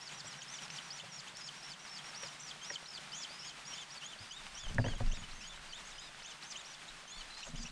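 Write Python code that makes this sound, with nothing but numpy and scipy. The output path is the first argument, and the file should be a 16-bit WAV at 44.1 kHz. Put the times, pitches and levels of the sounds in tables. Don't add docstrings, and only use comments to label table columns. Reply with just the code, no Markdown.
import sys
import numpy as np
from scipy import signal
from scipy.fft import rfft, irfft, next_fast_len
from scipy.io import wavfile
from scipy.ndimage import uniform_filter1d, map_coordinates

SR = 44100
rng = np.random.default_rng(int(sys.argv[2]) if len(sys.argv) > 2 else 0)


def bounce(signal):
    frames = np.transpose(np.atleast_2d(signal))
    limited = np.clip(frames, -1, 1)
    pcm = np.round(limited * 32767).astype(np.int16)
    wavfile.write(sys.argv[1], SR, pcm)


N = 340011

# time in seconds, drone level in dB, hiss level in dB.
OUTDOOR_LEVELS = [(0.0, -62, -51.5), (7.56, -83.5, -53), (7.71, -76, -55.5)]
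# frequency in Hz, relative density in dB per Hz.
HISS_SPECTRUM = [(24, -45), (40, 0), (86, -19.5), (145, 2.5), (298, -5.5), (527, -6), (804, 0.5),
                 (1490, 1.5), (3300, 0), (4130, -3), (5290, -5), (9360, -11.5), (10900, -27.5),
                 (12600, -30.5), (15000, -49)]
# time in seconds, level in dB.
FAR_BIRD_LEVEL = [(5.94, -70), (5.96, -58), (6.08, -58), (6.11, -86)]
# start in seconds, relative level in dB, centre in Hz.
CLEAR_TICKS = [(0.622, -33, 5500), (0.7028, -30, 2800), (1.3707, -31, 5500), (1.8514, -37, 1680),
               (2.0448, -37, 2090), (2.2255, -33, 5440), (3.0759, -38.5, 1636), (4.7463, -33, 6000),
               (4.467, -32.5, 2950), (4.637, -40.5, 1300), (4.668, -37.5, 990), (4.697, -40, 1200),
               (5.172, -36.5, 2100), (0.681, -36, 2820), (2.236, -30.5, 3030), (2.701, -35.5, 2500),
               (5.5758, -39.5, 1320), (6.1469, -38.5, 1600), (6.2213, -39.5, 1660), (7.054, -40.5, 1200)]
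# time in seconds, level in dB.
BUFFET_LEVEL = [(4, -84), (4.9, -38.5), (5.5, -57.5), (5.9, -57.5), (6.5, -79), (7.2, -68), (7.71, -51)]
# start in seconds, relative level in dB.
AIR_PUSHES = [(4.66, -31), (4.739, -33), (4.898, -30.5), (5.03, -23.5), (5.071, -24.5), (6.9, -50),
              (7.167, -42.5), (7.41, -53), (7.535, -39.5), (7.572, -35)]
# time in seconds, level in dB.
SHUDDER_SPELLS = [
    [(4.62, -66), (4.7, -49.5), (4.86, -37.5), (4.97, -58), (5.05, -46.5), (5.16, -49), (5.45, -64)],
    [(7.47, -64.5), (7.55, -50.5), (7.71, -61.5)],
]
# start in seconds, relative level in dB, bright modes in dB, deep modes in dB.
MOUNT_BLOWS = [(0.244, -42, -5, -8), (0.389, -48, 9.5, -26), (1.034, -42, -14, -8.5),
               (2.231, -37.5, -0.5, -18), (2.703, -37, 5.5, -20), (4.203, -61.5, -10, 18),
               (4.783, -20.5, 1, 2), (4.842, -27, -6, 1), (4.863, -31.5, -4, 3.5), (4.883, -35, 2, -12),
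               (4.934, -40, -4, -8), (5.003, -27, -12, 2), (7.467, -42, -19, -26)]
# mean frequency in Hz, relative level in dB, t60 in seconds.
MOUNT_MODES = [(108.6, 9, 0.12), (243.6, -7, 0.19), (567, -2, 0.082), (701, -2, 0.069), (922, 1, 0.03),
               (1655, 2, 0.036), (1860, 6.5, 0.021)]
# frequency in Hz, gain in dB.
THROAT_GAIN = [(2500, -8.5), (3000, -4.5), (3300, -4.5), (3650, -7), (4100, -3), (4700, -1), (5400, -5),
               (6000, -5), (6750, -9.5), (7150, -6), (8000, -13), (12000, -50)]
# frequency of the partial in Hz, strength in dB.
OCTAVE_GAIN = [(5000, -13), (6650, -10), (7050, -16), (7500, -17), (8000, -22), (12000, -65)]
# frequency in Hz, relative density in dB per Hz.
BREATH_SPECTRUM = [(2500, -18), (5000, 1), (7600, -3), (9000, -43)]
# time in seconds, pitch slipping 0-1, noise share 0-1.
VOICE_STRAIN = [(0.9, .35, .25), (1.3, 1, .3), (2.95, .65, .3), (3.1, .3, .25), (7.2, .4, .25),
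                (7.35, .4, .38)]
# time in seconds, factor on their bends (more = flatter top).
BEND_FACTOR = [(4.9, 1), (5.05, 1.36), (6.8, 1.4), (7, 0.6)]
# start in seconds, rise in seconds, fall in seconds, first, top and last pitch in Hz,
# first and last level in dB before the voice's gains.
STROKES = [ (.005, 0.021, 0.069, 4400, 5570, 2860, -48.5, -51.5),
           (.106, 0.039, .003, 2610, 3860, 3900, -48, -55), (.14, 0.027, 0.044, 5360, 5830, 3570, -57, -47),
           (.24, 0.029, 0.072, 4500, 5710, 2930, -51, -52), (.269, .004, 0.014, 7400, 7440, 7360, -46, -50),
           (.348, 0.036, 0.036, 5470, 5780, 3200, -58, -52),
           (.416, 0.018, 0.0034, 2620, 3404, 3380, -45, -55),
           (0.479, 0.048, 0.062, 4980, 6000, 2990, -49, -48),
           (0.539, 0.0032, 0.019, 3500, 3540, 2900, -44, -55),
           (0.999, 0.0167, .003, 3020, 3600, 3600, -54, -45),
           (.575, 0.03, 0.053, 5780, 5830, 5170, -55, -52.5),
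           (.698, 0.036, 0.052, 5100, 6075, 3107, -45.5, -48.5),
           (.749, .018, .003, 2800, 3440, 3440, -44, -61), (.818, 0.043, .037, 5560, 5840, 5230, -57, -54),
           (0.903, 0.043, 0.054, 4300, 5740, 3050, -45.5, -49),
           (1.068, 0.029, 0.039, 3820, 6000, 5240, -59, -52),
           (1.128, 0.026, 0.055, 5470, 5600, 3170, -50, -48.5),
           (1.128, 0.033, .005, 6760, 6900, 6890, -57, -54),
           (1.27, 0.029, .003, 2580, 3810, 3750, -46, -51),
           (1.349, 0.038, 0.039, 4340, 5650, 4850, -50, -45.5),
           (1.433, .014, 0.042, 5100, 5300, 3210, -46, -48),
           (1.44, .003, 0.037, 7050, 6900, 5710, -54, -53),
           (1.548, 0.031, 0.032, 5000, 5670, 5360, -60, -54),
           (1.625, 0.029, 0.087, 4880, 5510, 3150, -51, -49.5),
           (1.791, 0.034, 0.062, 5450, 5790, 3700, -55.5, -53),
           (1.889, 0.015, 0.089, 5330, 5450, 3220, -51, -49),
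           (2.028, 0.035, 0.045, 5430, 5680, 5300, -53, -52),
           (2.146, 0.048, 0.094, 4300, 5820, 3150, -47, -50), (2.27, .02, .07, 5600, 5760, 4960, -55, -59),
           (2.393, 0.021, 0.1, 5280, 6030, 3220, -48, -46),
           (2.399, 0.022, .003, 6780, 7480, 7520, -42, -58),
           (2.613, 0.0037, 0.027, 3170, 3154, 3240, -45, -45),
           (2.644, .021, .003, 3340, 3970, 4000, -43, -59),
           (2.642, 0.034, 0.082, 4590, 5780, 3200, -47.5, -43.5),
           (2.82, .028, 0.045, 5300, 5740, 5330, -59.5, -54),
           (2.875, 0.022, 0.082, 5170, 5240, 3200, -49, -45.5),
           (2.856, 0.03, 0.0025, 3220, 5230, 5290, -47.5, -57),
           (3.117, .056, .076, 4300, 6020, 3150, -47.5, -45),
           (3.128, 0.077, 0.038, 2990, 3454, 3120, -44, -49),
           (3.289, .075, .02, 4350, 5015, 4950, -54, -58), (3.4, .03, .07, 5000, 5080, 5270, -51, -56),
           (3.385, 0.016, 0.11, 4560, 5480, 3150, -48, -52),
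           (3.417, 0.069, 0.019, 2790, 3390, 3000, -48.5, -46.5),
           (3.652, 0.035, 0.096, 4380, 5750, 3150, -47, -50.5),
           (3.66, 0.024, .003, 6560, 6800, 6800, -53, -56),
           (3.715, 0.069, 0.054, 2680, 3580, 2950, -48, -42.5),
           (3.903, 0.027, 0.022, 4250, 5740, 4900, -51, -52),
           (3.947, .003, 0.037, 4950, 4880, 4295, -56, -51),
           (4.015, 0.086, 0.04, 2660, 3580, 2890, -45.5, -49),
           (4.0, .003, 0.014, 3500, 3500, 2750, -53, -48),
           (4.183, 0.036, 0.051, 4020, 5040, 4550, -54.5, -59),
           (4.274, 0.038, .017, 4570, 4920, 4500, -61, -49),
           (4.308, 0.069, 0.032, 2885, 3755, 3380, -44, -48),
           (4.545, 0.024, 0.055, 5120, 6000, 4550, -47.5, -54),
           (4.554, 0.059, 0.053, 2680, 3520, 2970, -49.5, -45),
           (4.68, 0.0028, 0.02, 3100, 3130, 2900, -48, -46.5),
           (4.798, .003, 0.027, 4820, 4900, 4530, -52, -57),
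           (4.826, .041, 0.049, 4540, 4710, 4230, -60, -59),
           (4.84, 0.045, 0.061, 2690, 3310, 2800, -43.5, -52),
           (4.95, 0.0028, 0.028, 3350, 3320, 3060, -47, -54),
           (5.06, 0.058, 0.053, 4260, 6100, 4530, -57, -54),
           (5.112, .04, 0.026, 2610, 3830, 3450, -45.5, -51),
           (5.177, .003, 0.046, 3350, 3370, 3340, -50, -58),
           (5.234, .003, 0.013, 3020, 3020, 2900, -49, -48),
           (5.31, 0.08, 0.043, 3750, 6300, 5070, -55.5, -55),
           (5.432, .003, .04, 5000, 5000, 4470, -58, -59), (5.405, 0.11, 0.036, 2550, 3520, 2900, -50, -52),
           (5.557, 0.0134, 0.0025, 3660, 3890, 3890, -50, -46),
           (5.688, 0.0025, 0.046, 4820, 4730, 4060, -55, -50),
           (5.724, 0.052, .035, 2790, 3750, 2950, -41, -55),
           (5.85, 0.02, 0.049, 5830, 6560, 4900, -50.5, -51),
           (5.917, 0.0032, 0.014, 3870, 3820, 3400, -44, -47),
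           (5.978, 0.052, .065, 2740, 3930, 3460, -45.5, -53),
           (6.222, .05, .066, 3700, 6250, 3300, -52, -60), (6.2, .003, 0.011, 3050, 3080, 2900, -54, -54),
           (6.245, 0.034, 0.047, 2500, 3690, 2780, -46, -48.5),
           (6.425, .062, .04, 3680, 6280, 3600, -54.5, -44),
           (6.532, 0.0029, .03, 3400, 3400, 2600, -52, -50),
           (6.556, .038, 0.027, 2720, 3810, 2950, -41, -49),
           (6.644, 0.044, .06, 3730, 5910, 3590, -53.5, -52),
           (6.879, .014, .003, 3200, 3960, 3950, -44, -42),
           (7.075, 0.081, 0.069, 3020, 3560, 2830, -50, -46),
           (7.09, 0.018, .005, 6600, 6520, 6600, -49, -49),
           (7.34, 0.034, 0.011, 4400, 4870, 4600, -56, -58),
           (7.116, 0.08, 0.039, 4060, 4450, 3200, -56, -52), (7.3, 0.0098, .04, 3900, 4100, 3900, -50, -57),
           (7.338, 0.0037, .008, 3050, 3340, 3180, -50, -54),
           (7.345, 0.067, 0.033, 3940, 4240, 3200, -53, -48.5),
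           (7.378, 0.0027, .03, 5250, 5170, 5000, -55, -56),
           (7.379, .003, 0.029, 3750, 3800, 2810, -50, -51),
           (7.443, .006, 0.027, 7100, 7470, 6930, -52, -57),
           (7.405, 0.073, 0.016, 5000, 6670, 5500, -56, -51),
           (7.428, 0.0085, 0.019, 2370, 2970, 2650, -41.5, -48),
           (7.5, 0.014, 0.0027, 3210, 3970, 4050, -48, -53),
           (7.555, 0.017, .018, 2690, 3510, 3000, -47, -52),
           (7.569, .003, 0.065, 4950, 4900, 4630, -53, -50),
           (7.58, 0.033, .003, 4920, 6300, 6300, -51, -47),
           (7.612, 0.0034, 0.028, 7040, 6800, 5200, -55, -43),
           (7.685, 0.015, .003, 3340, 4290, 4400, -44, -53),
           (7.65, .016, 0.015, 2310, 2930, 2700, -43, -44.5),
           (7.66, .003, 0.014, 5880, 5880, 5700, -51, -55), ]

TOP_HZ = 15000
HIGH_STROKE_HZ = 4500
HOOK_S, HOOK_SAG_HZ = 0.0056, 198
RISE_BEND_HIGH, RISE_BEND_LOW, FALL_BEND, PLUNGE_BEND = 2.6, 1.6, 1.8, 3.6
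BREAK_HZ, BREAK_WIDE_HZ, BREAK_DB = 3850, 260, -7
HIGH_OCTAVE_DB = -2.5
EDGE_S = .003


def amp(db):
    return 10 ** (np.asarray(db) / 20)


def unit(x):
    return x / np.sqrt(np.mean(x ** 2) + 1e-20)


def along(points, hz):
    f, v = np.transpose(points)
    return np.interp(np.log(hz + 1), np.log(f + 1), v)


def curves(rows):
    s, *cols = np.transpose(rows)
    return [np.interp(np.arange(N) / SR, s, c) for c in cols]


def wobble(rate_hz):
    knots = rng.standard_normal(int(N * rate_hz / SR) + 4)
    return map_coordinates(knots, [np.arange(N) * rate_hz / SR])


def filtered(x, response):
    m = next_fast_len(N + 8192)
    return irfft(rfft(x, m) * response(np.fft.rfftfreq(m, 1 / SR)), m)[..., :N]


def noise(spectrum):
    closed = [(spectrum[0][0] / 2, -120), *spectrum, (spectrum[-1][0] * 2, -120)]
    return unit(filtered(rng.standard_normal(N), lambda hz: amp(along(closed, hz))))


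def outdoors():
    drone_db, hiss_db = curves(OUTDOOR_LEVELS)
    hiss = amp(hiss_db + 0.039 * wobble(2.9) + 1.47 * wobble(30)) * noise(HISS_SPECTRUM)
    drone = noise([(110, -54), (135, -3.0), (160, -6.5), (200, -13.5)])
    return hiss + amp(drone_db + 2.0 * wobble(9.3)) * drone


def far_bird(note_hz=5020):
    db, = curves([(5.92, -120), *FAR_BIRD_LEVEL, (6.14, -120)])
    return np.sqrt(2) * amp(db + 1.2 * wobble(80)) * np.sin(2 * np.pi * note_hz * np.arange(N) / SR)


def leaves(x, t60_s=0.037):
    t = np.arange(SR // 4) / SR
    tail = rng.standard_normal(len(t)) * amp(-60 * t / t60_s)
    return signal.fftconvolve(x, tail / np.linalg.norm(tail))[:N]


def ticks(rate_hz=120, small_db=-62, spread_db=5.0, treble_db=4):
    count = int(rate_hz * N / SR)
    when, strength, pitch = rng.random((3, count))
    crackle_db = small_db - spread_db * np.log(.03 + strength) + treble_db * pitch
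    crackle = np.c_[when * N / SR, crackle_db, 450 * 23 ** pitch]
    s, db, hz = np.vstack([CLEAR_TICKS, crackle]).T[:, :, None]
    step = np.arange(256)
    cycles = step / SR * hz
    grains = amp(db + 22.0) * cycles * np.exp(-cycles / 0.29) * np.sin(2 * np.pi * cycles)
    where = np.round(s * SR).astype(int) + step
    summed = np.bincount(where.ravel(), grains.ravel(), N + 256)[:N]
    return filtered(summed, lambda hz: 1 / (1 + (hz / 11000) ** 8))


def wing_buffet(sway_hz=23, t60_s=0.18):
    level_db, = curves(BUFFET_LEVEL)
    push = amp(level_db) * noise([(12, 0.5), (24, -0.5), (45, -15), (90, -26)])
    t = np.arange(SR // 4) / SR
    for s, db in AIR_PUSHES:
        envelope = amp(db + 10.5 - 60 * t / t60_s) * (1 - np.exp(-t / 0.037))
        swing = -envelope * np.sin(2 * np.pi * sway_hz * t)
        push[round(s * SR):][:len(t)] += swing[:N - round(s * SR)]
    return push


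def mount_shudder(beat_hz=19, beat_s=4.6, beat_db=6):
    first, last = SHUDDER_SPELLS
    level_db, = curves([(4.55, -120), *first, (5.6, -120), (7.4, -120), *last])
    shudder = noise([(60, -1.5), (160, -4.0), (195, -6.5), (235, -8.5), (300, -20.0), (700, -24.5)])
    jostle = noise([(90, -20), (160, 3), (195, -18), (235, 5.5), (300, -24), (700, -21)])
    beat = np.cos(2 * np.pi * beat_hz * (np.arange(N) / SR - beat_s))
    lumps = amp(3.1 * wobble(25) + beat_db * beat)
    return amp(level_db) * unit(lumps * np.where(np.arange(N) < 7 * SR, shudder, jostle))


def knocks(scrape_db=-9.5, scrape_t60_s=0.069):
    rings, scrape, t = np.zeros(N + SR), np.zeros(N + SR), np.arange(SR // 4) / SR
    for s, db, bright_db, deep_db in MOUNT_BLOWS:
        first = round(s * SR)
        scrape[first:][:len(t)] += amp(db + scrape_db - 60 * t / scrape_t60_s) * (1 - np.exp(-t / 0.0064))
        for hz, level_db, t60_s in MOUNT_MODES:
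            share_db = deep_db if hz < 300 else bright_db if hz > 1300 else 0
            chance_db = rng.normal(0, 2.5 if hz > 300 else 1)
            ring_db = db + share_db + level_db - 7.5 + chance_db
            ring = amp(ring_db - 60 * t / t60_s) * (1 - np.exp(-t * hz / 0.96))
            rings[first:][:len(t)] += ring * np.sin(2 * np.pi * hz * rng.normal(1, 0.03) * t)
    rough = amp(4.3 * wobble(250)) * noise([(250, -1.0), (650, -1), (1500, -13.0)])
    return rings[:N] + scrape[:N] * rough


def arch(start_s, rise_s, fall_s, first_hz, top_hz, last_hz):
    plunges = top_hz - last_hz > 2000
    end_s = start_s + rise_s + fall_s + HOOK_S * plunges
    n = np.arange(round(start_s * SR), min(round(end_s * SR), N))
    t = n / SR - start_s - rise_s
    factor = np.interp(start_s, *np.transpose(BEND_FACTOR))
    rise_bend = factor * RISE_BEND_HIGH if top_hz > HIGH_STROKE_HZ else RISE_BEND_LOW
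    fall_bend = factor * PLUNGE_BEND if plunges else FALL_BEND
    up = (top_hz - first_hz) * np.clip(-t / max(rise_s, 1e-3), 0, 1) ** rise_bend
    down = (top_hz - last_hz) * np.clip(t / max(fall_s, 1e-3), 0, 1) ** fall_bend
    return n, top_hz - up - down - HOOK_SAG_HZ * np.maximum(t - fall_s, 0) / HOOK_S


def chicks(side_db=-20, side_hz=1400, saw_hz=62, saw_depth=0.078, rasp_db=-12, fall_hz_per_s=60000,
           pop_db=5, start_db=9, fading_db=-6):
    voice, breath = np.zeros(N), np.zeros(N)
    slipping, hoarse = curves(VOICE_STRAIN)
    breaks = np.clip(2.6 + 1.5 * wobble(200), .2, 1)
    flutter = amp(1.5 * wobble(110) + 1.2 * wobble(45)) * breaks * (1 + hoarse * wobble(700))
    patchy = amp(3 * wobble(90)) * (1 + .4 * wobble(600))
    saw = .5 - np.cumsum(saw_hz * amp(2 * wobble(20))) / SR % 1
    drift = .011 * wobble(180) + .01 * wobble(70) + saw_depth * saw * slipping
    for *shape, first_db, last_db in STROKES:
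        n, hz = arch(*shape)
        high = hz.max() > HIGH_STROKE_HZ
        glide = uniform_filter1d(hz, size=150, mode="nearest")
        slope = np.gradient(glide)
        falling = np.clip(-slope * SR / fall_hz_per_s, 0, 1)
        edges = np.clip(np.minimum(n - n[0], n[-1] - n) / (EDGE_S * SR), 0, 1)
        effort = edges * amp(np.linspace(first_db, last_db, len(n)))
        waver = drift[n] * np.minimum(glide / 5500, 1) ** 2
        phase = 2 * np.pi * np.cumsum(glide * (1 + waver)) / SR
        tone = amp(along(THROAT_GAIN, glide)) * flutter[n] * np.sin(phase)
        octave_db = HIGH_OCTAVE_DB * high + along(OCTAVE_GAIN, 2 * glide)
        octave = amp(octave_db) * patchy[n] * np.sin(2 * phase)
        octave *= amp(fading_db * (slope < 0))
        side = amp(side_db) * (glide > 4300) * (0.52 + falling) * patchy[n]
        side = side * np.sin(phase + 2 * np.pi * side_hz * n / SR)
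        accent = 1 + high * amp(pop_db) * np.exp(-((glide - 3200) / 350) ** 2)
        in_break = np.exp(-((glide - BREAK_HZ) / BREAK_WIDE_HZ) ** 2)
        accent *= amp(BREAK_DB * high * (falling > 0) * in_break)
        accent += high * (falling == 0) * amp(start_db) * in_break
        voice[n] += np.sqrt(2) * effort * (accent * tone + octave + side)
        breath[n] += effort * amp(rasp_db) * (falling + hoarse[n] ** 2)
    return voice + breath * amp(5.0 * wobble(300)) * noise(BREATH_SPECTRUM)


def scene():
    airborne = far_bird() + ticks() + chicks()
    echo = amp(-2.5) * leaves(airborne)
    return (outdoors() + echo + wing_buffet() + mount_shudder() + knocks() + airborne)[None]


def record(dry):
    return filtered(dry, lambda hz: hz < TOP_HZ)


dry = scene()
out = record(dry)
bounce(out)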